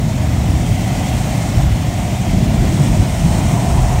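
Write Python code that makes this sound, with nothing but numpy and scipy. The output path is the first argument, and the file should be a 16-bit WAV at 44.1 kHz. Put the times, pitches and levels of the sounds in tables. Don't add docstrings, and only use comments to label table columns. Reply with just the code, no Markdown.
import sys
import numpy as np
from scipy import signal
from scipy.fft import rfft, irfft
from scipy.io import wavfile
from scipy.ndimage import uniform_filter1d

SR = 44100
rng = np.random.default_rng(int(sys.argv[2]) if len(sys.argv) > 2 else 0)


def to_wav(sig):
    pcm = np.clip(np.atleast_2d(sig), -1, 1) * 32767
    pcm = np.round(pcm).astype(np.int16)
    wavfile.write(sys.argv[1], SR, pcm.T)


N = 176400

# frequency in Hz, first level in dB, last level in dB,
# pitch waver as a fraction.
ENGINE_TONES = [(117.5, -27, -29, 0.044), (1449, -58, -51, 0.00073), (13303, -67, -67, 0.001033)]

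# time in seconds, level in dB.
SPRAY_ENVELOPE = [(0, -74), (3.05, -55), (3.35, -33), (3.65, -30), (4, -30)]
# frequency in Hz, relative density in dB.
SPRAY_SPECTRUM = [(250, -24), (400, 5), (500, -21.5), (700, -5.5), (850, 4), (1000, 1.5), (1200, -10),
                  (1600, -12.5), (4000, -33)]

# time in seconds, frequency in Hz, level in dB.
RING_PATH = [(0.4, 710, -45), (.85, 742, -34.5), (1.5, 742, -37.5), (1.72, 735, -42), (1.92, 729, -34),
             (2.2, 730, -33.5), (2.4, 660, -36.5), (3.2, 650, -36), (3.65, 702, -28)]
# time in seconds, relative levels of howl, rush and hiss in dB.
AIRFLOW_ENVELOPES = [(0.0, -31.5, -36, -39), (0.45, -30.5, -35, -37), (0.75, -30, -33.5, -35.5),
                     (1.1, -28, -32, -35), (1.55, -29, -33, -35.5), (1.68, -31, -33.5, -37.5),
                     (1.82, -30.5, -34, -37.5), (1.95, -29, -34, -35.5), (2.5, -29.5, -33.5, -37),
                     (2.85, -28.5, -32.8, -34), (3.2, -29, -33.5, -35), (3.38, -28, -32, -34),
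                     (3.7, -27, -34.5, -34), (4.0, -29.5, -34, -35.5)]
# frequency in Hz, relative density in dB.
HOWL_SPECTRUM = [(200, -33), (450, -11), (540, -5), (620, 0.5), (765, 0), (815, -6), (960, -7),
                 (1100, -13.5), (1500, -20.5), (3000, -50)]
RUSH_SPECTRUM = [(400, -11.5), (1000, -4), (1600, -6), (1850, -1), (2350, -1.5), (2740, -3.5), (3150, -3),
                 (3900, -6.5), (4900, -10), (7000, -18.5), (10400, -29), (11000, -18), (16000, -20.5)]
HISS_SPECTRUM = [(3000, -19), (4950, -8.5), (5300, 0), (7100, 1), (9000, -4.5), (9800, -6), (10400, -12.5),
                 (11200, -19.5), (16000, -15)]
SIZZLE_SPECTRUM = [(5000, -23), (7000, -1), (7600, -1), (8100, 3), (8700, 3), (9500, -6), (10400, -27),
                   (16000, -40)]

# peak time in seconds,
# half-width in seconds, pitch in Hz, level in dB.
BURSTS = [(0.035, 0.061, 125, -14.5), (0.53, .06, 102, -13), (0.72, 0.018, 108, -9),
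          (1.59, 0.033, 130.5, -9.5), (2.39, 0.013, 190.9, -12.5), (2.809, 0.021, 137, -11),
          (2.998, 0.04, 112, -8), (3.261, 0.037, 154.2, -12.5), (3.539, 0.022, 155, -11),
          (3.782, 0.059, 120, -11.5)]
# start in seconds, length in seconds, relative level in dB.
BUFFET_EVENTS = [(0.415, 0.24, -19), (1.1, 0.12, -14), (1.53, 0.27, -12.5), (2.266, 0.51, -14),
                 (2.853, 0.2, -11.5), (3.095, 0.45, -14.5), (3.654, 0.39, -13)]
# frequency in Hz, relative density in dB.
BUFFET_SPECTRUM = [(20, -48), (30, -23), (40, -2), (65, -2.5), (120, -11.5), (180, -18), (400, -60),
                   (1000, -84)]
RUMBLE_SPECTRUM = [(20, -52), (30, -29), (46, -2), (65, -4), (88, -4.5), (112, 2), (145, -2.5), (180, -8),
                   (260, -20.5), (500, -37), (1500, -77)]
BOOM_SPECTRUM = [(60, -54), (130, -2.5), (175, 2), (210, .5), (245, -3.5), (290, -5), (335, -9.5),
                 (385, -14), (450, -20.5), (700, -26), (2000, -73)]
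# time in seconds, relative level in dB.
RUMBLE_ENVELOPE = [(0.0, -18.5), (0.55, -16), (0.9, -18), (1.5, -18.5), (1.6, -18), (1.8, -17),
                   (2.22, -18.5), (2.6, -17), (3.0, -16.5), (3.1, -18), (3.4, -15), (4.0, -17)]
BOOM_ENVELOPE = [(0.0, -23.5), (0.45, -21), (1.65, -21.5), (1.82, -25), (2.2, -22), (2.35, -16.5),
                 (2.95, -16.5), (3.15, -21.5), (3.6, -20.5), (4.0, -24.5)]
# time in seconds, frequency in Hz, level in dB.
THROB_PATH = [(0, 84, -30), (.15, 82.2, -23.5), (.33, 75.9, -19.5), (.45, 67, -19.5), (.63, 59.6, -21),
              (.9, 59.3, -62)]


def amp(db):
    return 10 ** (np.asarray(db) / 20)


def unit(x):
    return x / np.sqrt(np.mean(x ** 2) + 1e-20)


def curve(table, column=1):
    rows = np.array(table)
    return np.interp(np.arange(N) / SR, rows[:, 0], rows[:, column])


def level(table, column=1):
    return amp(curve(table, column))


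def drift(rate_hz):
    hz = np.fft.rfftfreq(N, 1 / SR)
    white = rfft(rng.standard_normal(N))
    return unit(irfft(white * (hz > 0) / (1 + (hz / rate_hz) ** 4), N))


def noise(spectrum):
    knots_hz, db = np.transpose(spectrum)
    hz = np.fft.rfftfreq(N, 1 / SR)
    gain = amp(np.interp(np.log(hz + 1), np.log(knots_hz), db))
    return unit(irfft(rfft(rng.standard_normal(N)) * gain, N))


def steady(x, samples=6000):
    power = uniform_filter1d(uniform_filter1d(x ** 2, samples), samples)
    return x / np.sqrt(abs(power) + 1e-12)


def patchy(x, depth_db, patch_hz=170, patch_s=0.16):
    frame, hop = 512, 128
    spectra = signal.stft(x, nperseg=frame, noverlap=frame - hop)[2]
    eddies = rng.standard_normal(spectra.shape)
    eddies = uniform_filter1d(eddies, round(patch_hz * frame / SR), axis=0)
    eddies = uniform_filter1d(eddies, round(patch_s * SR / hop), axis=1)
    spectra *= amp(depth_db * unit(eddies))
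    return unit(signal.istft(spectra, nperseg=frame, noverlap=frame - hop)[1][:N])


def tone(hz, waver, waver_hz):
    cycles = np.cumsum(hz * (1 + waver * drift(waver_hz))) / SR
    return unit(np.sin(2 * np.pi * (cycles + rng.random())))


def resonance(hz, width_hz):
    phase = 2 * np.pi * np.cumsum(hz * np.ones(N)) / SR
    return steady(drift(width_hz / 2) * np.cos(phase) + drift(width_hz / 2) * np.sin(phase))


def engine_tones(flicker_db=4.5):
    tones = np.zeros(N)
    for hz, first_db, last_db, waver in ENGINE_TONES:
        partial = tone(hz, waver, waver_hz=9)
        flicker = amp(flicker_db * drift(rate_hz=4.6))
        tones += amp(np.linspace(first_db, last_db, N)) * unit(partial * flicker)
    return tones


def spray():
    return level(SPRAY_ENVELOPE) * noise(SPRAY_SPECTRUM)


def air_resonances(whistle_hz=2041, whistle_db=-12):
    ring = level(RING_PATH, column=2) * resonance(curve(RING_PATH), width_hz=95)
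    rush_level = level(AIRFLOW_ENVELOPES, column=2)
    whistle = amp(whistle_db) * rush_level * resonance(whistle_hz, width_hz=230)
    return ring + whistle


def cabin_howl(trim_db=-0.5, flutter_db=1.45):
    flutter = amp(trim_db + flutter_db * drift(rate_hz=20))
    return level(AIRFLOW_ENVELOPES, column=1) * flutter * steady(noise(HOWL_SPECTRUM))


def air_rush(trim_db=1, flutter_db=0.5):
    flutter = amp(trim_db + flutter_db * drift(rate_hz=37))
    return level(AIRFLOW_ENVELOPES, column=2) * flutter * patchy(noise(RUSH_SPECTRUM), depth_db=1.5)


def window_hiss(trim_db=-0.9, flutter_db=0.84, sizzle_db=-32.5, reference_db=-32, growth=3.2):
    flow = level(AIRFLOW_ENVELOPES, column=3)
    sizzle = amp(sizzle_db) * (flow / amp(reference_db)) ** growth * noise(SIZZLE_SPECTRUM)
    hiss = amp(trim_db) * flow * patchy(noise(HISS_SPECTRUM), depth_db=1.0)
    return (hiss + sizzle) * amp(flutter_db * drift(rate_hz=23))


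def thumps():
    t = np.arange(N) / SR
    booms = np.zeros(N)
    for peak_s, half_width_s, hz, db in BURSTS:
        envelope = amp(db) * np.exp(-2 * ((t - peak_s) / half_width_s) ** 2)
        booms += envelope * tone(hz, waver=0.1183, waver_hz=50)
    return booms


def buffets(trim_db=-2, rise_s=0.038, fall_s=0.068):
    t = np.arange(N) / SR
    envelope = np.zeros(N)
    for start_s, length_s, db in BUFFET_EVENTS:
        ramps = np.minimum((t - start_s) / rise_s, (start_s + length_s - t) / fall_s)
        envelope += amp(db) * np.clip(ramps, 0, 1)
    return amp(trim_db) * envelope * steady(noise(BUFFET_SPECTRUM), samples=2200)


def rumble(boom_db=-1):
    low = level(RUMBLE_ENVELOPE) * steady(noise(RUMBLE_SPECTRUM), samples=3000)
    boom = amp(boom_db) * level(BOOM_ENVELOPE) * steady(noise(BOOM_SPECTRUM), samples=3000)
    throb = level(THROB_PATH, column=2) * tone(curve(THROB_PATH), waver=0.052, waver_hz=17)
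    return low + boom + throb


def scene():
    airframe = rumble() + buffets() + thumps()
    air = cabin_howl() + air_rush() + window_hiss() + air_resonances()
    return (airframe + air + spray() + engine_tones())[None]


def record(dry):
    ceiling, cutoff_hz = 0.95, 15780
    rounded = dry / (1 + (dry / ceiling) ** 8) ** (1 / 8)
    lowpass = signal.firwin(1023, cutoff_hz, window=("kaiser", 9), fs=SR)
    return signal.oaconvolve(rounded, lowpass[None], "same")


dry = scene()
out = record(dry)
to_wav(out)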